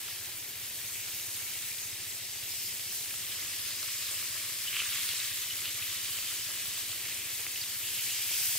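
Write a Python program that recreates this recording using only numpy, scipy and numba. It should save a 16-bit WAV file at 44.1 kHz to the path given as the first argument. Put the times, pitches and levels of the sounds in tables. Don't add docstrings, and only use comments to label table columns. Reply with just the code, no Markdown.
import sys
import numpy as np
from scipy import signal
from scipy.fft import rfft, irfft
from scipy.io import wavfile
from numba import njit

SR = 44100
rng = np.random.default_rng(int(sys.argv[2]) if len(sys.argv) > 2 else 0)


def materialize(psi):
    bounded = np.clip(np.atleast_2d(psi).T, -1, 1)
    quanta = np.round(bounded * 32767).astype(np.int16)
    wavfile.write(sys.argv[1], SR, quanta)


N = 378378
TIME = np.arange(N) / SR
FREQS = np.maximum(np.fft.rfftfreq(N, 1 / SR), 1)

# (time [s], level [dB])
PAN_HEAT = [(0.0, -43.5), (0.53, -45), (0.79, -43), (1.65, -42), (2.0, -42.5), (2.3, -42.5), (2.55, -40.5),
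            (2.94, -40.5), (3.23, -41.5), (3.75, -40), (4.15, -39.5), (4.56, -40), (5.04, -37.5),
            (5.25, -38), (5.45, -40), (6.69, -39.5), (6.91, -40.5), (7.84, -40), (8.0, -37.5), (8.26, -37),
            (8.37, -35), (8.58, -35)]
# (time [s], lift [dB])
PAN_WETNESS = [(0, 2.5), (.7, 1.1), (1.6, 1), (2.298, 0), (2.85, -1.6), (3.3, 2), (4.5, 1.5), (5.0, 2.5),
               (7.1, 1.1), (7.75, 0), (8.1, -0.5), (8.5, -3)]
# (peak time [s], length [s], added heat [dB], added wetness [dB])
FLARE_UPS = [(2.976, 0.13, 1, -2), (4.958, 0.26, 0.6, 1.0), (6.796, 0.088, 2, 0)]
# (time [s], gain [dB])
HAND_SHADE = [(1.65, 2), (2.0, -0.3), (2.25, -1), (2.5, 0.5)]
# (frequency [Hz], gain [dB])
SIZZLE_COLOUR = [(410, -35), (700, -16.5), (968, -15.5), (1120, -16.5), (1520, -11.5), (1690, -6),
                 (2300, -3.5), (3030, -2.5), (4700, -3), (5900, -4), (8540, -2.5), (10200, -3), (12900, 0),
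                 (14900, 0.5), (15500, -2.5)]
# (frequency [Hz], left minus right [dB])
SIZZLE_BALANCE = [(60, 0.5), (110, 1.0), (200, 0.5), (380, 4), (700, 11.5), (1290, 3), (2380, -1),
                  (4400, 0.5), (8120, 2), (15000, 0)]
# (frequency [Hz], gain [dB])
AIR_COLOUR = [(20, -25), (35, -12), (55, -7.5), (90, 2), (150, 0), (260, -3.5), (370, 0.5), (500, -5),
              (610, -4), (760, -6.5), (1100, -8), (2500, -22)]
# (start [s], length [s], pitch [Hz], width [share of pitch], level [dB])
STEAM_JETS = [(0.04, 0.2, 4940, 0.38, -52), (0.85, 1.4, 6560, 0.24, -52.5), (0.93, 0.18, 2600, 0.36, -49.5),
              (0.91, 0.06, 7500, .14, -49), (1.45, 0.55, 2250, 0.16, -57), (1.79, 0.1, 6500, 0.19, -50),
              (2.07, 0.14, 7700, .2, -49), (2.49, 0.072, 5070, 0.11, -48), (2.55, 0.29, 5250, .16, -52),
              (3.29, 1.6, 5030, 0.13, -51.5), (4.01, 0.14, 4080, 0.4, -46), (4.1, 0.09, 7700, .3, -45),
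              (4.72, 0.14, 2900, 0.28, -41), (5.05, 0.31, 3960, 0.32, -47.5), (5.63, 0.096, 3080, 0.7, -42),
              (5.81, 0.062, 2900, 0.49, -46), (5.39, 0.16, 3010, 0.054, -55), (5.98, 0.65, 3080, 0.06, -51),
              (6.5, 0.65, 2980, 0.091, -53.5), (7.03, 0.12, 2400, 0.7, -47), (7.15, 0.39, 2400, .2, -53),
              (7.605, 0.049, 4720, 0.3, -43), (7.82, 0.73, 2950, .4, -45), (8.28, 0.13, 2700, 0.4, -48),
              (8.31, 0.31, 1650, 0.34, -56)]
# (time [s], spit level [dB], pitch [Hz], rise [cycles], knock level [dB])
BLISTER_POPS = [(0.0805, -28, 3200, .7, -46), (0.0857, -42, 2200, 1, -39), (1.199, -27, 3000, .8, -54),
                (1.7162, -35, 2300, 3, -56), (1.7849, -28, 3500, 1.1, -54), (2.5188, -28, 5200, 3, -58),
                (2.7962, -32, 2880, 0.73, -53), (3.109, -26.5, 2500, 0.73, -50),
                (3.1405, -32, 3000, 1.2, -37.5), (3.8297, -21, 5600, .7, -41),
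                (4.115, -18, 8500, 0.34, -54), (4.2269, -34, 2600, 1, -44), (4.6743, -27, 3000, 1.6, -52),
                (4.729, -32, 3000, 1.5, -46), (4.7586, -23, 2700, 0.92, -41),
                (4.7665, -19.5, 2630, 1.1, -35), (4.7923, -24.5, 2900, 1.0, -38),
                (4.8025, -16, 2700, 1, -39), (4.8184, -25.5, 2600, 0.65, -32),
                (4.8325, -29, 2600, 1.3, -44), (4.9247, -22, 3500, 0.36, -40),
                (4.999, -23, 3300, 0.47, -46), (5.0902, -15, 4300, 0.44, -40), (5.168, -27, 4500, 1.2, -52),
                (5.2009, -25.5, 3870, 3, -52), (5.5068, -28, 2950, 2.2, -54),
                (5.656, -22.5, 3000, 0.74, -47), (5.8245, -25, 2600, 1.1, -52),
                (6.1867, -26, 2700, 0.8, -50), (6.7392, -22, 9000, .5, -56), (6.917, -26, 3500, .9, -54),
                (6.9195, -33, 4300, 3, -56), (6.9312, -34.5, 2800, 1, -39), (7.0549, -30, 2100, 1.2, -45),
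                (7.0856, -36, 2600, 1, -40), (7.1222, -31, 2600, 1.3, -51), (7.253, -30, 2600, .9, -54),
                (7.4053, -18, 9000, 0.42, -48), (7.4662, -24.5, 2210, 1.0, -44),
                (7.5597, -25, 2800, 0.84, -52), (7.6152, -26, 4650, 3.3, -58), (7.639, -22, 3100, .5, -48),
                (7.7574, -32, 2600, 1.1, -47), (7.9948, -26, 2700, 1, -50)]
# (time [s], relative level [dB])
SKEWER_TAPS = [(0.287, -52), (1.4175, -51), (3.8298, -48), (4.112, -50), (4.819, -49), (6.187, -48),
               (7.0635, -47), (7.3025, -51), (7.394, -51), (7.3998, -49), (7.411, -48), (7.4665, -47),
               (8.403, -53)]
# (frequency [Hz], relative level [dB], time to fall 60 dB [s])
WOOD_MODES = [(340, -1, .022), (560, 2, .014), (830, 2.5, 0.011), (1380, 2, .008)]
# (frequency [Hz], gain [dB])
HOLLOW_COLOUR = [(400, 0.5), (510, -1.5), (605, 4), (700, -4), (790, -8), (950, -2), (1130, 4), (1400, 0),
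                 (1700, -1), (2500, 0.2)]
# (time [s], share [0-1])
HOLLOW_MIX = [(3.0, 0), (3.9, 1), (6.0, 0.73), (7.2, 0.2)]
# (start [s], length [s], first pitch [Hz], last pitch [Hz], level [dB])
FAT_SQUEAKS = [(4.671, 0.03, 2940, 3030, -39), (4.726, 0.026, 3080, 3380, -45),
               (4.793, 0.0243, 3054, 2460, -36), (4.836, 0.035, 3400, 3640, -46),
               (5.497, .03, 3010, 2880, -47), (5.655, 0.045, 2950, 2840, -48)]

JUICE_DB, FROTH_DB, FAT_DB, SPRAY_DB = -18.5, -6, -3, -3
JUICE_PER_WET, SPRAY_PER_WET = 1.73, -0.27
JET_ATTACK_S, JET_RELEASE_SHARE = 0.012, 0.46
SPURT_HZ, SPURT_S = (2284, 12090), (0.027, 0.073)
SPURT_WIDTH, SPURT_DB = 0.044, -15
FIRING_HZ, FIRST_FIRING_S, DRONE_HZ = 13.886, 0.053, (55.5, 111.1)
POP_GAIN_DB, KNOCK_HZ, KNOCK_CYCLES = -2, 1330, 0.69
PEEL_START_S, PEEL_LENGTH_S, PEEL_HZ = 4.726, 0.114, (2170, 3270)
TOP_HZ = 15700
LEFT_RIGHT = np.array([[1], [-1]])


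def undb(db):
    return 10 ** (np.asarray(db) / 20)


def unit(x):
    return x / np.sqrt(np.mean(x.mean(axis=0) ** 2))


def curve(points):
    return np.interp(TIME, *np.transpose(points))


def gains(points):
    hz, db = np.transpose(points)
    return undb(np.interp(np.log(FREQS), np.log(hz), db))


def colour(x, gain):
    return irfft(rfft(x) * gain, N)


def resonate(x, hz, width_hz):
    b, a = signal.iirpeak(hz, hz / width_hz, fs=SR)
    return signal.lfilter(b, a, signal.lfilter(b, a, x))


def walk(rate_hz):
    return np.interp(TIME * rate_hz, np.arange(2000), rng.standard_normal(2000))


def blip(hz, cycles):
    turns = hz * np.arange(SR // 50) / SR
    return turns / cycles * np.exp(1 - turns / cycles) * np.sin(2 * np.pi * turns)


@njit
def ring(start, hz, decay, size, lag):
    out = np.zeros((2, N))
    for k in range(len(start)):
        pole = complex(-decay[k], 2 * np.pi * hz[k] / SR)
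        step = np.exp(pole)
        for side in range(2):
            onset = start[k] + side * lag[k]
            first = int(np.ceil(onset))
            phasor = size[k] * np.exp(pole * (first - onset))
            for i in range(max(first, 0), min(first + int(5 / decay[k]) + 1, N)):
                out[side, i] += phasor.imag
                phasor *= step
    return out


def frying():
    heat_db, wet_db = curve(PAN_HEAT), curve(PAN_WETNESS)
    for peak_s, length_s, hotter_db, wetter_db in FLARE_UPS:
        swell = np.cos(np.pi * np.clip((TIME - peak_s) / length_s, -.5, .5)) ** 2
        heat_db += hotter_db * swell
        wet_db += wetter_db * swell
    return heat_db, wet_db


def bubbles(low_hz, high_hz, cycles, spread_db, direct, count):
    when, pitch, path, angle, sign = rng.random((count, 5)).T
    strength, damping = rng.standard_normal((count, 2)).T
    hz = low_hz + (high_hz - low_hz) * pitch
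    decay = hz / SR / (cycles * np.exp(.6 * damping))
    size = np.sign(sign - .5) * undb(spread_db * strength) * np.sqrt(decay)
    lag = np.where(path < direct, 1.2, 5.6 * (2 * angle - 1))
    return ring(when * N, hz, decay, size, lag)


def sizzle(heat_db, wet_db):
    juice = bubbles(1030, 1765, cycles=1.8, spread_db=4, direct=.65, count=30000)
    juice_db = JUICE_DB + JUICE_PER_WET * wet_db + 1.6 * walk(35)
    froth = bubbles(1848, 4334, cycles=3, spread_db=4, direct=.62, count=90000)
    froth_db = FROTH_DB + wet_db + .59 * walk(35)
    fat = bubbles(4420, 8890, cycles=3.46, spread_db=3, direct=.42, count=120000)
    fat_db = FAT_DB + .53 * walk(35)
    spray = bubbles(8730, 17450, cycles=4.1, spread_db=.5, direct=.45, count=170000)
    spray_db = SPRAY_DB + SPRAY_PER_WET * wet_db + curve(HAND_SHADE) + .64 * walk(35)
    swarms = [(juice, juice_db), (froth, froth_db), (fat, fat_db), (spray, spray_db)]
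    tone = gains(SIZZLE_COLOUR) * gains(SIZZLE_BALANCE) ** (LEFT_RIGHT / 2)
    surge_db = heat_db + .3 * walk(45)
    return sum(unit(colour(swarm, tone)) * undb(db + surge_db) for swarm, db in swarms)


def pan_patches(x, sway_db, rate_hz, bands):
    position = np.interp(np.log(FREQS), np.log([1500, TOP_HZ]), (0, bands - 1))
    weights = (np.maximum(1 - np.abs(position - k), 0) for k in range(bands))
    return sum(colour(x, weight) * undb(sway_db * walk(rate_hz)) for weight in weights)


def open_air(level_db, sway_db, left_db):
    common, apart = rng.standard_normal((2, N))
    side = colour(apart, gains([(60, -19), (250, -12), (600, -13), (2000, 6.5)]))
    pair = colour(common + side * LEFT_RIGHT, gains(AIR_COLOUR))
    return unit(pair) * undb(level_db + sway_db * walk(5.8) + LEFT_RIGHT / 2 * left_db)


def spatter(heat_db, low_hz, high_hz, offset_db, spread_db, count):
    when, pitch, angle = rng.random((count, 3)).T
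    base_db = offset_db + np.interp(when * N / SR, TIME, heat_db)
    size = undb(base_db + spread_db * rng.random(count))
    hz = low_hz + (high_hz - low_hz) * pitch
    return ring(when * N, hz, hz / SR, size, lag=1 + 2.5 * (2 * angle - 1))


def steam(heat_db, spurt_count):
    when, span, pitch = rng.random((spurt_count, 3)).T
    starts = when * N / SR
    lengths = np.interp(span, (0, 1), SPURT_S)
    pitches = SPURT_HZ[0] * (SPURT_HZ[1] / SPURT_HZ[0]) ** pitch
    levels = SPURT_DB + np.interp(starts, TIME, heat_db)
    spurts = zip(starts, lengths, pitches, np.full(spurt_count, SPURT_WIDTH), levels)
    common, scattered = rng.standard_normal((2, 2 * N))
    out = np.zeros((2, 2 * N))
    for start, length, hz, width, db in [*STEAM_JETS, *spurts]:
        t = np.arange(int(length * SR)) / SR
        part = np.arange(len(t)) + int(start * SR)
        stereo_spread = min(hz / 7000, 1) ** 2
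        noise = common[part] + stereo_spread * scattered[part] * LEFT_RIGHT
        opening, fading = t / JET_ATTACK_S, (length - t) / (JET_RELEASE_SHARE * length)
        envelope = np.minimum(np.minimum(opening, fading), 1)
        out[:, part] += undb(db) * unit(resonate(noise, hz, width * hz)) * envelope
    return out[:, :N]


def engine(level_db, pipe_hz, pipe_width_hz, scatter_db, drone_db, drone_width_hz):
    times = np.arange(FIRST_FIRING_S, N / SR, 1 / FIRING_HZ)
    strength, jitter = rng.standard_normal((len(times), 2)).T
    onsets = np.clip((times + .0004 * jitter) * SR, 0, N - 1).astype(int)
    strokes = np.zeros(N)
    strokes[onsets] = undb(scatter_db * strength)
    muffled = signal.sosfilt(signal.butter(2, 210, fs=SR, output="sos"), strokes)
    drone = sum(resonate(muffled, hz, drone_width_hz) for hz in DRONE_HZ)
    thud = resonate(muffled, pipe_hz, pipe_width_hz) + undb(drone_db) * drone
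    return undb(level_db) * unit(np.array([thud, .85 * thud]))


def marinade(heat_db, low_hz, high_hz, cycles, offset_db, spread_db, count):
    when, pitch, angle = rng.random((count, 3)).T
    base_db = offset_db + np.interp(when * N / SR, TIME, heat_db)
    size = undb(base_db + spread_db * rng.random(count))
    hz = low_hz + (high_hz - low_hz) * pitch
    return ring(when * N, hz, hz / SR / cycles, size, lag=1 + 2 * (2 * angle - 1))


def blisters(echo_db, echo_s):
    out = np.zeros((2, N))
    for start, spit_db, hz, cycles, knock_db in BLISTER_POPS:
        burst = undb(spit_db) * blip(hz, cycles) - undb(knock_db) * blip(KNOCK_HZ, KNOCK_CYCLES)
        part = np.arange(len(burst)) + int(start * SR)
        out[:, part] += burst
        for side in range(2):
            delay = int(echo_s * SR * (.5 + rng.random()))
            out[side, part + delay] += undb(echo_db) * burst
    return undb(POP_GAIN_DB) * out


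def skewers(gain_db):
    t = np.arange(SR // 20) / SR
    knock = sum((-1) ** k * undb(db - 60 * t / t60) * np.sin(2 * np.pi * hz * t)
                for k, (hz, db, t60) in enumerate(WOOD_MODES))
    out = np.zeros(N)
    for start, db in SKEWER_TAPS:
        out[np.arange(len(t)) + int(start * SR)] += undb(gain_db + db) * knock
    return out


def hollow(x):
    share = curve(HOLLOW_MIX)
    return (1 - share) * x + share * colour(x, gains(HOLLOW_COLOUR))


def squeaks(wobble, flutter_db):
    out = np.zeros(N)
    waver, flutter = wobble * walk(500), flutter_db * walk(350)
    for start, length, first_hz, last_hz, db in FAT_SQUEAKS:
        part = np.arange(int(length * SR)) + int(start * SR)
        hz = np.linspace(first_hz, last_hz, len(part)) * (1 + waver[part])
        tone = np.sqrt(2) * np.sin(2 * np.pi * np.cumsum(hz) / SR)
        out[part] += undb(db + flutter[part]) * tone * signal.windows.tukey(len(part), .5)
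    return out


def peel(loudest_db, spread_db, cycles, count):
    out = np.zeros(N)
    for k, (when, pitch, strength) in enumerate(rng.random((count, 3))):
        hz = np.interp(pitch, (0, 1), PEEL_HZ)
        tick = blip(hz, cycles) * undb(loudest_db + spread_db * (strength - 1))
        start = PEEL_START_S + PEEL_LENGTH_S * (k + when) / count
        out[np.arange(len(tick)) + int(start * SR)] += tick
    return out


def scene():
    heat_db, wet_db = frying()
    pan = pan_patches(sizzle(heat_db, wet_db), sway_db=.8, rate_hz=12, bands=18)
    pan += spatter(heat_db, low_hz=3500, high_hz=14000, offset_db=-1.5, spread_db=9.5, count=240)
    pan += steam(heat_db, spurt_count=420)
    pan += squeaks(wobble=.041, flutter_db=3.5)
    pan += blisters(echo_db=-9, echo_s=.0031)
    pan += peel(loudest_db=-29, spread_db=7, cycles=.81, count=28)
    pan += skewers(gain_db=-.3)
    pan += marinade(heat_db, low_hz=700, high_hz=1900, cycles=.67, offset_db=-7.5, spread_db=9, count=130)
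    far = engine(level_db=-62.5, pipe_hz=96.3, pipe_width_hz=46, scatter_db=1.5,
                 drone_db=-6, drone_width_hz=7.4)
    rumble = open_air(level_db=-59, sway_db=.96, left_db=.5)
    return hollow(pan + rumble) + far


def record(dry):
    return signal.sosfilt(signal.ellip(12, .1, 75, TOP_HZ, fs=SR, output="sos"), dry)


dry = scene()
out = record(dry)
materialize(out)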